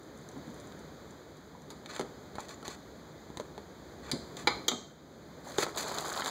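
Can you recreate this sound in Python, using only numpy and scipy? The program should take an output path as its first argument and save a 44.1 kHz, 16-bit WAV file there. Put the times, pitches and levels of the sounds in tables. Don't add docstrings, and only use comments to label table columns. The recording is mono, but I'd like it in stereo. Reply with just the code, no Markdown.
import sys
import numpy as np
from scipy import signal
from scipy.fft import rfft, irfft
from scipy.io import wavfile
from scipy.ndimage import uniform_filter1d

SR = 44100
rng = np.random.default_rng(int(sys.argv[2]) if len(sys.argv) > 2 else 0)


def put_to_file(sound):
    columns = np.atleast_2d(sound).T
    safe = np.clip(columns, -1, 1)
    whole_steps = np.round(safe * 32767)
    wavfile.write(sys.argv[1], SR, whole_steps.astype(np.int16))


N = 277830

# t/s, level/dB
AIR_LEVEL = [(0.0, -54.5), (0.56, -51), (1.55, -55.5), (2.13, -53), (3.68, -54), (4.57, -49.5),
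             (4.95, -58.5), (5.4, -53)]
# f/Hz, level/dB
AIR_COLOUR = [(30, -18.5), (65, 2), (100, -2.5), (150, 0), (300, -0.5), (500, -4), (800, -12.5),
              (1200, -14.5), (2000, -16), (4000, -20.5), (7000, -23.5), (10300, -38.5), (12000, -34),
              (15500, -35)]
BAG_COLOUR = [(60, -36.5), (200, -3), (450, 0), (750, 1), (1100, 1), (1600, -2), (2400, -3), (3600, -8),
              (4600, -5.5), (6000, -7.5), (8000, -8), (9800, -18), (15500, -23)]
SLIDE_COLOUR = [(100, -64), (400, 10), (1200, 13.5), (2600, 15.5), (4200, 8), (7300, 8), (9800, -6),
                (15500, -15)]
# f/Hz, t60/s
ROOM_DECAY = [(150, 1), (600, 0.57), (1500, 0.27), (4000, 0.48), (8000, 0.47), (14000, 0.16)]
# start/s, swell/s, hold/s, level/dB
BAG_PULLS = [(5.435, 0.038, 0.2, -49), (5.738, 0.04, .55, -41.5)]
# t/s, level/dB
LOUD_SPITS = [(0.175, -55), (0.289, -47.5), (0.315, -56), (0.543, -54), (0.6, -50.5), (0.672, -55),
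              (0.792, -54), (1.108, -53)]
# t/s, length/s, level/dB, tilt/(dB/octave), peak/(share of length)
STEEL_SLIDES = [(0.348, 0.055, -50, -27, .3), (1.7, 0.018, -57, 2, 0.2), (1.881, 0.15, -48.5, -1, 0.36),
                (2.379, 0.079, -53, 1, 0), (2.479, 0.065, -51, 0.5, 0), (2.642, 0.11, -48, 0.5, 0.3),
                (4.029, 0.074, -50, -2, 1), (4.359, 0.079, -51, 1.5, 0.4), (5.587, 0.058, -34.5, 2.5, 0.6),
                (5.774, 0.06, -38, 5, 0)]
# t/s, level/dB, f/Hz
DULL_BUMPS = [(0.36, -40, 223), (0.475, -43, 163), (0.512, -63, 203), (1.998, -42.5, 160), (4.12, -35, 223),
              (4.134, -33, 214), (4.475, -43, 149), (4.717, -34, 306)]
# t/s, level/dB, f/Hz, t60/s
GLANCING_PINGS = [(1.55, -35, 980, 0.021), (1.709, -47, 1230, 0.32), (1.953, -36.5, 7530, 0.045),
                  (2.543, -39.5, 6900, 0.019)]
# low/Hz, high/Hz
CONTACT_BANDS = [(190, 640), (720, 1500), (1450, 2700), (2900, 5200), (5500, 8800)]
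# t/s, level/dB, centre f/Hz, fall from centre/(dB/octave), t60 at 1 kHz/s, thud of surface beneath/dB
LIGHT_KNOCKS = [(0.365, -46.5, 800, 11, .1, -56), (0.722, -54, 3600, 9, .04, -62),
                (1.37, -59, 6500, 9, 0.024, -66), (1.62, -57, 6800, 12, .02, -66),
                (1.86, -37, 2470, 9.2, 0.029, -58), (1.9105, -40, 2840, 13, 0.026, -50),
                (1.92, -53, 3300, 11, .025, -52), (1.952, -48, 5000, 3, 0.063, -60),
                (1.9635, -36, 2090, 5.9, 0.048, -52), (1.995, -28, 520, 3.8, 0.065, -31),
                (2.0112, -35, 700, 3.6, 0.015, -46), (2.3547, -43.5, 1710, 4.4, 0.09, -25),
                (2.3835, -31, 960, 12.4, 0.013, -23), (2.395, -44.5, 1100, 8.9, 0.022, -56),
                (2.4047, -44, 7000, 8.3, 0.05, -54), (2.485, -49, 7500, 7.1, 0.046, -60),
                (2.492, -45, 3830, 4.7, 0.053, -62), (2.502, -53, 2400, 3.8, .02, -57),
                (2.628, -40, 590, 5.3, 0.044, -56), (2.6798, -39.5, 6540, 1.1, 0.034, -24),
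                (3.302, -52.5, 700, 3, 0.024, -26), (3.372, -40.5, 2800, 1.1, 0.034, -23),
                (3.399, -32.5, 327, 3.4, 0.032, -44), (3.408, -50.5, 900, 0.93, 0.036, -46),
                (3.5787, -36.5, 407, 4.6, 0.039, -60), (4.369, -39.5, 4000, 4.3, 0.095, -57),
                (4.717, -32, 970, 4.8, 0.038, -29), (5.5815, -42, 2000, 0.8, .03, -52),
                (5.5842, -23, 750, 2.4, 0.048, -19), (5.629, -25.5, 935, 5.5, 0.027, -42),
                (5.634, -35, 5000, 1.7, 0.065, -50), (5.6658, -30.5, 550, 5.6, .05, -44),
                (5.774, -34, 4000, 3.8, 0.054, -52), (5.915, -34, 900, 7, .04, -40),
                (5.985, -31.5, 2950, 4.3, 0.055, -48), (6.046, -33, 940, 14, 0.037, -52),
                (6.189, -30.5, 1080, 13, 0.012, -54), (6.221, -21.5, 1480, 22, 0.012, -52),
                (6.2599, -31.5, 1960, 2.9, 0.036, -58), (6.272, -36, 7000, 6.6, 0.049, -54)]
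# f/Hz, free t60/s, level struck on arm/dB, level struck at tip/dB
TONGS_MODES = [(300, 0.15, -5, -14), (364, 0.25, -11, -13), (480, 0.12, -9, -18), (686, 0.35, -9, -17),
               (1102, 0.2, -6, -13), (1155, 0.12, -2, -11), (1243, 0.14, 1, -9), (1400, 0.1, -2, -11),
               (1533, 0.18, -3, -18), (2050, 0.08, -4, -13), (2157, 0.12, 8, -6), (2275, 0.09, -1, -16),
               (2390, 0.09, 1, -12), (3050, 0.09, -5, -2), (3168, 0.075, -6, 7), (3230, 0.09, -7, 1),
               (3290, 0.06, -7, -2), (3530, 0.07, -7, -9), (3669, 0.4, -13, -6), (3798, 0.38, -10, -6),
               (3918, 0.2, -4, -14), (4133, 0.05, -1, -6), (4280, 0.06, -5, -12), (4450, 0.2, -10, -12),
               (4854, 0.14, 1, -11), (5705, 0.16, -13, -2), (6200, 0.2, -18, -7), (6503, 0.11, -21, -3),
               (7000, 0.15, -10, -13), (7171, 0.15, -17, -5), (7650, 0.1, -22, -8)]
# t/s, blow/dB, centre f/Hz, fall from centre/(dB/octave), t60 at 1 kHz/s,
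# ring/dB, place (0 arm, 1 tip), hand's muting of modes below centre/(dB/octave)
STEEL_CLANKS = [(1.704, -41.5, 4300, 2.5, 0.12, -56, 0.35, 13),
                (4.115, -25, 4470, 7.5, 0.059, -29, 0.11, 9.5),
                (4.4723, -16, 1400, 7.5, 0.055, -16, 0.027, -1.5),
                (4.6818, -23, 5570, 5.5, 0.045, -17, 1, -1.5)]

TIME_S, FFT_HZ = np.arange(N) / SR, np.fft.rfftfreq(N, 1 / SR)
MIC_SPACING_SAMPLES, EDGE_HZ = 16, 15750
PULL_RELEASE_S = 0.08
CREASES_PER_S, CREASE_HZ, CREASE_DB = 70, (700, 10000), (-8, 2.5)
SMALL_SPITS_PER_S, SMALL_SPIT_DB, FRYER_LEFT_S = 9, (-64, -56), .8
SLIDE_EDGE = .55
COUNTER_T60_S = 0.15
THUD_HZ, THUD_T60_S = 270, 0.0073
REBOUND_S, REBOUND_GAIN = .0011, .45
CONTACT_T60_S, FREE_RING_DB = 0.036, -17
SIDE_SPREAD, SIDE_DB = 0.07, -14.5


def amp(db):
    return 10 ** (np.asarray(db) / 20)


def evened(x, size=None):
    return x / np.sqrt(np.mean(x[..., :size] ** 2) + 1e-20)


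def read(points, hz):
    f, value = np.transpose(points)
    return np.interp(np.log(hz + 1), np.log(f), value)


def add(mix, s, sound):
    part = mix[max(round(s * SR), 0):][:len(sound)]
    part += sound[:len(part)]


def band(x, lo_hz, hi_hz, order=2):
    sos = signal.butter(order, [lo_hz, min(hi_hz, .49 * SR)], "band", fs=SR, output="sos")
    return signal.sosfilt(sos, x)


def diffuse(pair, apart=0.12):
    same = (1 - np.clip(apart, 0, 1)) * np.sinc(2 * FFT_HZ * MIC_SPACING_SAMPLES / SR)
    common, odd = rfft(pair, N) * np.sqrt([(1 + same) / 2, (1 - same) / 2])
    return irfft([common + odd, common - odd], N)


def kitchen(x, lag_ms, near_db, room_db, near_t60_s=0.018, shadow_db=-5):
    t = np.arange(SR // 2) / SR
    hz, at, z = signal.stft(rng.standard_normal((2, len(t))), SR, nperseg=256)
    z = z * amp(-60 * at / read(ROOM_DECAY, hz)[:, None])
    tail = signal.istft(z, SR, nperseg=256)[1][:, :len(t)] * np.minimum(t / 0.0085, 1)
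    near = rng.standard_normal((2, len(t))) * amp(-60 * t / near_t60_s) * np.minimum(t / 0.0057, 1)
    echoes = amp(room_db) * tail / np.linalg.norm(tail[0])
    echoes = echoes + amp(near_db) * near / np.linalg.norm(near[0])
    delay = np.exp(-2j * np.pi * FFT_HZ * lag_ms / 1000)
    second = amp(read([(200, 1.0), (4000, shadow_db)], FFT_HZ)) * delay
    direct = np.array([np.ones(len(FFT_HZ)), second])
    paths = irfft(rfft(diffuse(echoes)) + direct, N)
    paths = np.roll(paths, 64, axis=1)[:, :len(t)]
    return signal.fftconvolve(x[None], paths, axes=1)[:, 64:N + 64]


def grains(count, per_s, spread_db, smooth):
    size = amp(spread_db * np.minimum(rng.exponential(1, count), 4)) * rng.standard_normal(count)
    snaps = evened(size * (rng.random(count) < per_s / SR))
    return evened(snaps + smooth * rng.standard_normal(count))


def blow(db, centre_hz, fall_db, t60_s, fizz_db, push, treble_damping=0.55):
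    t = np.arange(SR // 5) / SR
    rattle, out = rng.standard_normal(len(t)), np.zeros(len(t))
    for k, (lo, hi) in enumerate(CONTACT_BANDS):
        hz = np.sqrt(lo * hi)
        band_t60_s = max(t60_s * (1000 / hz) ** treble_damping, .004)
        force = rattle * amp(-60 * t / band_t60_s)
        force[0] += push * (-1) ** k
        gain = amp(db - fall_db * abs(np.log2(hz / centre_hz)))
        out += gain * evened(band(force, lo, hi), size=256)
    return out + gain * amp(fizz_db) * evened(band(force, 9000, 15000), size=256)


def background(air_db=4.5, hum_db=-63):
    noise = rfft(diffuse(rng.standard_normal((2, N))))
    air = evened(irfft(noise * amp(read(AIR_COLOUR, FFT_HZ)), N))
    hum = evened(diffuse(band(rng.standard_normal((2, N)), 150.0, 157.6)))
    level_db = air_db + np.interp(TIME_S, *np.transpose(AIR_LEVEL))
    return air * amp(level_db) + amp(hum_db) * hum


def film(clump_db=0.5, patch_db=2.5):
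    edges_hz = [0, 500, 1100, 2400, 5500, SR]
    folds = np.zeros(len(FFT_HZ), complex)
    for lo, hi in zip(edges_hz, edges_hz[1:]):
        clumps = evened(band(rng.standard_normal(N + SR), 5, 70)[SR:])
        slips = grains(count=N, per_s=800, spread_db=3.2, smooth=0.45) * amp(clump_db * clumps)
        folds += rfft(slips) * (FFT_HZ >= lo) * (FFT_HZ < hi)
    z = signal.stft(irfft(folds * amp(read(BAG_COLOUR, FFT_HZ)), N), nperseg=512)[2]
    patches = uniform_filter1d(rng.standard_normal(z.shape), size=5, axis=0)
    patches = evened(uniform_filter1d(patches, size=7, axis=1))
    return evened(signal.istft(z * amp(patch_db * patches), nperseg=512)[1][:N])


def creases():
    out, start = np.zeros(N), BAG_PULLS[0][0]
    length = N / SR - start
    for when, pitch, size in rng.random((round(CREASES_PER_S * length), 3)):
        hz = CREASE_HZ[0] * (CREASE_HZ[1] / CREASE_HZ[0]) ** pitch
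        db = np.interp(size ** 2, [0, 1], CREASE_DB)
        add(out, start + when * length, blow(db, hz, fall_db=8, t60_s=0.013, fizz_db=-7, push=12))
    return out


def pulling(jerk_db=1.5):
    pulls = np.zeros(N)
    for start, swell, hold, db in BAG_PULLS:
        corners_s = start + np.cumsum([0, swell, hold, PULL_RELEASE_S])
        pulls += amp(db) * np.interp(TIME_S, corners_s, [0, 1, 1, 0])
    jerks = evened(band(rng.standard_normal(N + SR), 3.7, 39)[SR:])
    return pulls * amp(jerk_db * jerks)


def bag(around_db=1.5):
    pull = pulling()
    nearest = (film() + creases()) * pull
    nearest = kitchen(nearest, lag_ms=0.27, near_db=-12, room_db=-12, near_t60_s=0.015)
    return nearest + amp(around_db) * diffuse(np.array([film(), film()]) * pull)


def spits(t60_s=0.0082):
    out, t = np.zeros(N), np.arange(1024) / SR
    count = round(SMALL_SPITS_PER_S * FRYER_LEFT_S)
    small = rng.uniform([0, SMALL_SPIT_DB[0]], [FRYER_LEFT_S, SMALL_SPIT_DB[1]], (count, 2))
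    for s, db in [*LOUD_SPITS, *small]:
        burst = rng.standard_normal(len(t)) * amp(-60 * t / t60_s)
        add(out, s, amp(db) * evened(band(burst, 4800, 8600), size=256))
    return out


def slides():
    out = np.zeros(N)
    for s, length_s, db, tilt_db, peak in STEEL_SLIDES:
        slips = grains(count=8192, per_s=1200, spread_db=1.36, smooth=0.048)
        hz = np.fft.rfftfreq(len(slips), 1 / SR)
        colour_db = read(SLIDE_COLOUR, hz) + tilt_db * np.log2(hz + 200)
        rub = irfft(rfft(slips) * amp(colour_db))[:round(length_s * SR)]
        share = np.linspace(0, 1, len(rub))
        pressure = np.interp(share, [0, np.clip(peak, 0, 1), 1], [SLIDE_EDGE, 1, SLIDE_EDGE])
        add(out, s, amp(db) * evened(rub) * pressure * signal.windows.tukey(len(rub), .1))
    return out


def bumps(width_ratio=1.6, rise_s=0.0009, swing_t60_s=0.036, swing=1.1):
    out, t = np.zeros(N), np.arange(SR // 3) / SR
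    for s, db, hz in DULL_BUMPS:
        murmur = band(rng.standard_normal(len(t)), hz / width_ratio, hz * width_ratio)
        murmur = evened(murmur, size=2048) * amp(-60 * t / COUNTER_T60_S)
        swings = swing * np.sin(2 * np.pi * hz * t) * amp(-60 * t / swing_t60_s)
        add(out, s, amp(db) * (swings + murmur) * (1 - np.exp(-t / rise_s)))
    return out


def pings(rise_s=0.00046):
    out, t = np.zeros(N), np.arange(SR // 2) / SR
    for s, db, hz, t60_s in GLANCING_PINGS:
        tone = np.sin(2 * np.pi * hz * t) * (1 - np.exp(-t / rise_s))
        add(out, s, amp(db - 60 * t / t60_s) * tone)
    return out


def knocks(push=8):
    out, t = np.zeros(N), np.arange(SR // 10) / SR
    thud = np.sin(2 * np.pi * THUD_HZ * t) * amp(-60 * t / THUD_T60_S)
    for s, db, centre_hz, fall_db, t60_s, thud_db in LIGHT_KNOCKS:
        add(out, s, blow(db, centre_hz, fall_db, t60_s, fizz_db=-9.5, push=push))
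        rebound = REBOUND_GAIN * blow(db, centre_hz, fall_db, t60_s / 2, fizz_db=-10, push=push)
        add(out, s + REBOUND_S * rng.uniform(.5, 2), rebound)
        add(out, s, amp(thud_db) * thud)
    return out


def clanks(rise_s=0.0014):
    out, t = np.zeros(N), np.arange(SR // 2) / SR
    hz, t60_s, arm_db, tip_db = np.transpose(TONGS_MODES)[:, :, None]
    decay = amp(-60 * t / CONTACT_T60_S) + amp(FREE_RING_DB - 60 * t / t60_s)
    mains = np.sin(2 * np.pi * hz * t + np.arange(len(hz))[:, None] ** 2)
    sides = np.zeros_like(mains)
    for shift, turn in rng.uniform(-1.4, 1, size=(7, 2, len(hz), 1)):
        sides += np.sin(2 * np.pi * hz * (1 + SIDE_SPREAD * shift) * t + np.pi * turn)
    for s, db, centre_hz, fall_db, blow_t60_s, ring_db, place, grip_db in STEEL_CLANKS:
        place = np.clip(place, 0, 1)
        muting_db = grip_db * np.minimum(np.log2(hz / centre_hz), 0)
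        mode_db = arm_db + place * (tip_db - arm_db) + muting_db
        modes = amp(mode_db) * decay * (mains + amp(SIDE_DB) * sides)
        ring = evened(modes.sum(0) * (1 - np.exp(-t / rise_s)), size=256)
        add(out, s, amp(ring_db) * ring)
        fizz_db = -10 + 4.4 * place
        add(out, s, blow(db, centre_hz, fall_db, t60_s=blow_t60_s, fizz_db=fizz_db, push=5.4))
    return out


def scene():
    rubs = kitchen(slides(), lag_ms=0.198, near_db=3.5, room_db=-15, near_t60_s=0.02)
    counter = kitchen(bumps(), lag_ms=-0.14, near_db=-1.0, room_db=-32.0, near_t60_s=0.16)
    taps = kitchen(spits() + pings() + knocks(), lag_ms=0.3, near_db=-10, room_db=-15,
                   near_t60_s=0.025, shadow_db=-8)
    steel = kitchen(clanks(), lag_ms=0.31, near_db=-8, room_db=-12, near_t60_s=0.022, shadow_db=-8)
    return background() + bag() + rubs + counter + taps + steel


def record(dry, shelf_hz=540, low_hz=50, right_db=1.86):
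    other = np.pad(dry[::-1], ((0, 0), (MIC_SPACING_SAMPLES, 0)))[:, :N]
    crossed = (dry - other) / np.sqrt(2)
    shelf = signal.bilinear([1, 2 * np.pi * shelf_hz], [1, 2 * np.pi * low_hz], SR)
    high_pass = signal.butter(2, low_hz, "high", fs=SR, output="sos")
    full = signal.sosfilt(high_pass, signal.lfilter(*shelf, crossed))
    full = full * amp([[-right_db / 2], [right_db / 2]])
    low_pass = signal.firwin(511, EDGE_HZ, window=("kaiser", 9), fs=SR)
    return signal.oaconvolve(full, low_pass[None], "same")


dry = scene()
out = record(dry)
put_to_file(out)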